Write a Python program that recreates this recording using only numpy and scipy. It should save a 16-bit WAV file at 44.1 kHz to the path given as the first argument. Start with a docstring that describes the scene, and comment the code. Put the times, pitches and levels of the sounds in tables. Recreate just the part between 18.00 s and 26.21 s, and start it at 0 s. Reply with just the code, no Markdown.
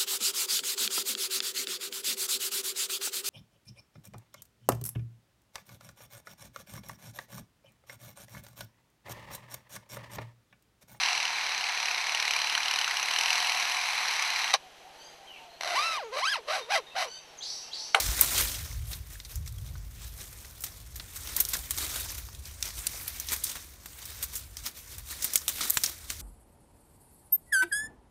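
"""Leaves rub in swells of tiny crackles as someone pushes through dry litter and thin twigs, close to
a handheld phone outdoors. The crackles are random breaks that shake bands of noise; twigs and stems snap
in short bright noise bursts, and thicker twigs knock with decaying tones.
A light breeze rumbles low on the microphone as slow-varying low noise; far foliage hisses faintly."""
import sys
import numpy as np
from scipy import signal
from scipy.fft import rfft, irfft
from scipy.io import wavfile
from scipy.ndimage import uniform_filter1d

SR = 44100
rng = np.random.default_rng(int(sys.argv[2]) if len(sys.argv) > 2 else 0)


def put_to_file(sound):
    """Save the sound as 16-bit audio at rate SR, in the file named by the first command-line argument."""
    columns = np.atleast_2d(sound).T  # one column per channel
    safe = np.clip(columns, -1, 1)
    whole_steps = np.round(safe * 32767)
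    wavfile.write(sys.argv[1], SR, whole_steps.astype(np.int16))


def volts(x):
    """Linear amplitude factor 10**(x/20) for a level x in dB, scalar or array-like."""
    e = np.asarray(x, float) / 20
    return 10 ** e


N = 362214


def curve(table):
    """Level in dB per sample, joined by straight lines in time."""
    time_s, level_db = np.transpose(table)
    return np.interp(np.arange(N) / SR, time_s, level_db)


def unit(x):
    """Scale to rms 1."""
    return x / np.sqrt(np.mean(x ** 2))


def colour(x, points):
    """Filter with (Hz, dB) points, joined on a log-frequency axis."""
    hz, db = np.transpose(points)
    f = np.fft.rfftfreq(len(x), 1 / SR) + 1
    gain = volts(np.interp(np.log(f), np.log(hz), db))
    return irfft(rfft(x) * gain, len(x))


def band(x, lo_hz, hi_hz):
    """Band-pass."""
    return signal.sosfilt(signal.butter(2, [lo_hz, hi_hz], "band", fs=SR, output="sos"), x)


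def walk(rate_hz):
    """Random levels held 1 / rate_hz and slewed twice; spread near 1."""
    hold = int(SR / rate_hz)
    steps = np.repeat(rng.standard_normal(N // hold + 1), hold)
    slewed = uniform_filter1d(uniform_filter1d(steps, hold), hold)
    return 1.3 * slewed[:N]


def crackle(per_s, spread_db, t60_s):
    """How hard leaves shake: tiny breaks of widely spread size, each dying away in a moment."""
    size = volts(spread_db * np.minimum(rng.exponential(size=N), 5))
    breaks = (rng.random(N) < per_s / SR) * size
    pole = np.exp(-np.log(1000) / (t60_s * SR))
    return unit(signal.lfilter([1], [1, -pole], breaks))


# steady stirring of the litter: (time [s], level [dB])
STIRRING = [(0.0, -31), (0.3, -32.5), (0.6, -43), (1.0, -54), (1.8, -57), (2.2, -48), (2.9, -57.5),
            (3.3, -38.5), (3.65, -47.5), (4.3, -57), (4.9, -42), (5.5, -46.5), (5.8, -56.5), (6.05, -44),
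            (6.5, -54), (7.05, -57), (7.3, -56), (7.9, -51.5), (8.21, -45.5)]
# pushes into the leaves: (peak time [s], peak level [dB], fall length [s])
PUSHES = [(0.0, -18.5, 0.023), (0.217, -25, 0.1), (0.38, -22.5, 0.22), (0.917, -39, 0.086),
          (1.134, -43.5, 0.094), (1.319, -43.5, 0.13), (1.47, -47, 0.041), (1.665, -49.5, 0.1),
          (2.024, -45.5, 0.13), (2.21, -41, 0.073), (2.677, -49.5, 0.41), (3.15, -46, 0.05),
          (3.39, -34, 0.1), (3.564, -40.5, 0.43), (3.75, -37.5, 0.14), (4.476, -44.5, 0.093),
          (4.66, -35.5, 0.09), (4.782, -37.5, 0.092), (4.973, -42.5, 0.47), (5.323, -31.5, 0.077),
          (5.466, -37.5, 0.26), (5.975, -49, 0.21), (6.22, -42.5, 0.1), (6.344, -42, 0.16),
          (6.587, -45.5, 0.09), (6.663, -30, 0.047), (6.775, -41.5, 0.071), (6.92, -44, 0.21),
          (7.116, -36.5, 0.083), (7.246, -37, 0.36), (7.348, -39, 0.14), (7.497, -30, 0.037),
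          (7.632, -32, 0.28), (7.876, -35.5, 0.11), (8.11, -36, 0.063)]
RISE_SHARE, FADE_DB = 0.66, 21.5  # rise length / fall length; drop from the peak over either length
DRAG_START_S, DRAG_DB, DRAG_LENGTH_S = 3.773, -33, 0.57


def effort():
    """Gain of the leaves: powers of stirring, swelling pushes and a dragged branch that slides free add."""
    t = np.arange(N) / SR
    power = volts(2 * curve(STIRRING))
    for peak_s, peak_db, length_s in PUSHES:
        away = np.where(t < peak_s, (peak_s - t) / RISE_SHARE, t - peak_s) / length_s
        power = power + volts(2 * (peak_db - FADE_DB * np.minimum(away, 5)))
    catch = np.clip((t - DRAG_START_S) / 0.0023, 0, 1)
    slide_db = DRAG_DB - FADE_DB * ((t - DRAG_START_S) / DRAG_LENGTH_S) ** 2
    power = power + catch * volts(2 * slide_db)
    return np.sqrt(power)


# colour shared by leaves and snaps, with the phone microphone's dips in it:
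# (frequency [Hz], level per Hz [dB])
SHARED_COLOUR = [(150, 0), (250, -5.5), (804, -9.5), (2220, -3.5), (2820, -5.5), (3710, -2), (4890, -3),
                 (6010, 0), (7910, -2.5), (9080, 0), (10600, -5), (12400, -1.5), (15200, -3.5)]
RUB_POWER = 0.9


def rustle():
    """Leaves crackle partly all together, partly size by size, over a smooth rub; stiff ones ring briefly."""
    together = crackle(400, 2.5, 0.02)
    out = np.zeros(N)
    for hz in 250 * 2 ** np.arange(0, 6.3, 0.5):  # one leaf size per half octave
        slow = crackle(80, 2.5, 0.055)
        quick = crackle(100, 2.2, 0.0091)
        shake = np.sqrt(together ** 2 + 0.53 * slow ** 2 + 0.14 * quick ** 2 + RUB_POWER)
        leaves = band(shake * rng.standard_normal(N), hz / 2 ** 0.25, hz * 2 ** 0.25)
        out = out + leaves * volts(1.6 * walk(20))
    for hz in 600 * 25 ** rng.random(30):
        strikes = crackle(15, 2.0, 0.04) * rng.standard_normal(N)
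        out = out + 0.7 * signal.lfilter(*signal.iirpeak(hz, hz / 250, SR), strikes)  # 250 Hz wide
    out = out * volts(walk(50))
    return unit(colour(out, SHARED_COLOUR)) * effort()


# breeze: (time [s], level [dB])
BREEZE = [(0.0, -52), (0.09, -29.5), (0.16, -43.5), (0.82, -37), (1.3, -48.5), (1.37, -34.5), (1.53, -39),
          (1.58, -34.5), (2.4, -49), (3.75, -44.5), (5.85, -53), (6.63, -47.5), (6.72, -61), (6.97, -49.5),
          (7.5, -58.5), (7.55, -45), (7.61, -57.5), (8.21, -48)]
# breeze colour: (frequency [Hz], level per Hz [dB])
RUMBLE = [(12, -31), (20, -31), (47, 2), (70, 3.5), (129, -12), (206, -33.5), (289, -74), (880, -120)]


def breeze():
    """Eddies of air buffet the microphone port in low pushes; stronger gusts shed smaller, higher eddies."""
    level_db = curve(BREEZE)
    eddies = unit(colour(rng.standard_normal(N), RUMBLE) * volts(1.2 * walk(8.3)))
    small = band(eddies, 100, 216) * volts(0.5 * (level_db + 29.5))
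    return (eddies + small) * volts(level_db)


# far foliage colour: (frequency [Hz], level per Hz [dB])
FOLIAGE = [(88, -29), (150, -10.5), (326, -17), (583, -19.5), (877, -23), (1040, -21.5), (15500, -42)]
FOLIAGE_DB = -62


def air():
    """Distant foliage hisses smoothly: coloured noise with a slight drift in level."""
    return unit(colour(rng.standard_normal(N), FOLIAGE)) * volts(FOLIAGE_DB + 1.5 * walk(12))


# twig and stem snaps; dull and bright parts are relative to the shared colour:
# (time [s], peak level [dB], dull part [dB], bright part [dB], t60 [s])
SNAPS = [(0.2105, 3, -2, 22, 0.021), (0.2284, -23.5, 15, -10, 0.14), (0.9306, -25.5, -5, -18, 0.05),
         (1.2002, -30.5, -2, -30, 0.019), (1.2488, -31, -4, -10, 0.048), (1.356, -23.5, -23, 3.5, 0.04),
         (1.4752, -27, -0.5, -3.5, 0.039), (1.524, -34.5, -12, -2, 0.022), (1.5828, -36, 3, 1, 0.03),
         (1.7542, -41.5, 19, -20, 0.049), (2.446, -38.5, 11, -10, 0.062), (2.606, -26.5, -20, 10, 0.043),
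         (2.6197, -26, -18, 12, 0.05), (2.6377, -18, 2, 4, 0.065), (2.664, -28.5, 7, -2, 0.046),
         (2.9568, -26.5, 3, 4, 0.086), (2.997, -26.5, 5.5, -18, 0.05), (3.1587, -23, 2, -0.5, 0.091),
         (3.3643, -10, 1, 11, 0.032), (3.4012, -5, -6, 7, 0.057), (3.4048, -9, 6.5, 11.5, 0.043),
         (3.4508, -16, -24, -4, 0.027), (3.486, -18, -13, 8, 0.086), (3.533, -15, 2, -1.5, 0.078),
         (3.551, -25.5, 20, -12, 0.034), (3.589, -26, -4, -2, 0.068), (3.7071, -10.5, 3.5, 6, 0.044),
         (3.776, -19, -8, -5, 0.042), (4.179, -26, 6, 2, 0.098), (4.2866, -33.5, 11, -16, 0.033),
         (4.348, -32, -10, -6, 0.045), (4.4546, -31, -17, -24, 0.035), (4.626, -12, -6, -13, 0.019),
         (4.654, -26, 4, -9, 0.04), (4.667, -29, 9, -14, 0.069), (4.687, -27, 7, -6, 0.027),
         (4.705, -32, 3, -17, 0.025), (4.868, -9.5, -18, -4, 0.021), (5.078, -15.5, 3, 11, 0.04),
         (5.198, -17.5, -2, 8, 0.044), (5.267, -25, -10, 5, 0.06), (5.2863, -18, -11, -9, 0.044),
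         (5.3194, -16.5, 9, -3, 0.025), (5.3296, -14.5, 10, 7.5, 0.082), (5.363, -21.5, 0, 0, 0.029),
         (5.437, -15.5, -24, 6, 0.053), (5.4403, -13, -22, 3, 0.061), (5.4676, -25, -4, -14, 0.027),
         (5.552, -26.5, 15.5, 2.5, 0.14), (5.858, -25, 9.5, 1.5, 0.03), (6.053, -23.5, -5, 6, 0.06),
         (6.226, -17.5, 1, 5, 0.085), (6.353, -17, -40, 4.5, 0.13), (6.5684, -23, -4, -2, 0.031),
         (6.981, -23.5, 5, 0, 0.082), (7.222, -17, -24, -2, 0.072), (7.243, -8.5, 4.5, 7.5, 0.06),
         (7.3345, -12.5, -14, 9, 0.038), (7.356, -3.5, -1.5, 7, 0.032), (7.3753, -17, -36, -5, 0.046),
         (7.4801, -9, 0.5, 2.5, 0.035), (7.4887, -15, -16, 8, 0.05), (7.6074, -15, 2, -5.5, 0.12),
         (7.699, -7, 1, 18, 0.031), (7.7047, -3.5, -14, 17.5, 0.0097), (7.733, -17, -5, 11, 0.29),
         (7.771, -6.5, 6.5, -1, 0.025), (7.8352, -8, -2.5, 0.5, 0.062), (7.8408, -14.5, 2, -2, 0.075),
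         (7.861, -14, -41, -20, 0.025), (8.1019, -17, -7, -16, 0.02)]
DULL_HZ, MID_HZ, BRIGHT_HZ = 1200, 5000, 13000
TRAIL_DB, TRAIL_T60_S = -28, 0.29


def snaps():
    """Each break is a ragged burst that rings a few leaves; shaken leaves nearby trail after it."""
    out, t = np.zeros(N + SR), np.arange(SR // 8) / SR
    for time_s, peak_db, dull_db, bright_db, t60_s in SNAPS:
        fall = volts(-60 * t / t60_s) + volts(TRAIL_DB - 60 * t / TRAIL_T60_S)
        # fibres part one after another, so the burst is lumpy
        lumps = np.repeat(volts(3.5 * rng.standard_normal(len(t) // 24 + 1)), 24)[:len(t)]
        lumps[24:72] = volts(4.5)  # the first crack is always firm
        rise = np.minimum(t / (0.026 * t60_s), 1)
        burst = rise * fall * lumps * rng.standard_normal(len(t))
        leaves_hz = 3000 * 5 ** rng.random(5)
        ringing = sum(signal.lfilter(*signal.iirpeak(hz, 8, SR), burst) for hz in leaves_hz)
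        burst = colour(burst + 0.5 * ringing, SHARED_COLOUR)
        tilt = [(300, dull_db - 9), (DULL_HZ, dull_db), (MID_HZ, 0), (BRIGHT_HZ, bright_db)]
        burst = colour(burst, tilt)
        at = int(time_s * SR)
        out[at:at + len(t)] += burst / np.abs(burst).max() * volts(peak_db)
    return out[:N]


# woody knocks of thicker twigs: (time [s], body tone [Hz], level before jitter and decay [dB])
KNOCKS = [(0.714, 2120, -37), (1.155, 1710, -37), (1.2013, 3700, -33), (1.2013, 2060, -40),
          (1.465, 2200, -43), (1.583, 3280, -41.5), (1.754, 1480, -38), (2.447, 1950, -40),
          (3.551, 1660, -28), (4.2866, 900, -41), (4.8684, 2700, -28.5), (7.6075, 1280, -23),
          (7.772, 1045, -23), (7.772, 2150, -24)]
KNOCK_T60_S, KNOCK_RISE_S, KNOCK_JITTER_DB = 0.017, 0.0009, 2


def knocks():
    """A thick twig rings a body tone, uneven in level, that dies within a few hundredths of a second."""
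    out, t = np.zeros(N), np.arange(SR // 10) / SR
    for time_s, hz, level_db in KNOCKS:
        envelope = np.minimum(t / KNOCK_RISE_S, 1) * volts(level_db - 60 * t / KNOCK_T60_S)
        jitter = volts(KNOCK_JITTER_DB * rng.standard_normal(len(t) // 49).repeat(49))
        at = int(time_s * SR)
        out[at:at + len(t)] += envelope * jitter * np.sin(2 * np.pi * hz * t)
    return out


def scene():
    """Leaves, breeze, far foliage, snaps and knocks add at one microphone."""
    return (rustle() + breeze() + air() + snaps() + knocks())[None]


def band_limit(x):
    """A steep low-pass at the top of the band."""
    return signal.sosfilt(signal.butter(12, 17000, fs=SR, output="sos"), x)


TOP_HZ = 15600


def record(dry):
    """The phone cuts the top with a steep low-pass."""
    low_pass = signal.ellip(12, 0.2, 60, TOP_HZ, fs=SR, output="sos")
    mix = signal.sosfilt(low_pass, dry)
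    return band_limit(mix)


dry = scene()
out = record(dry)
put_to_file(out)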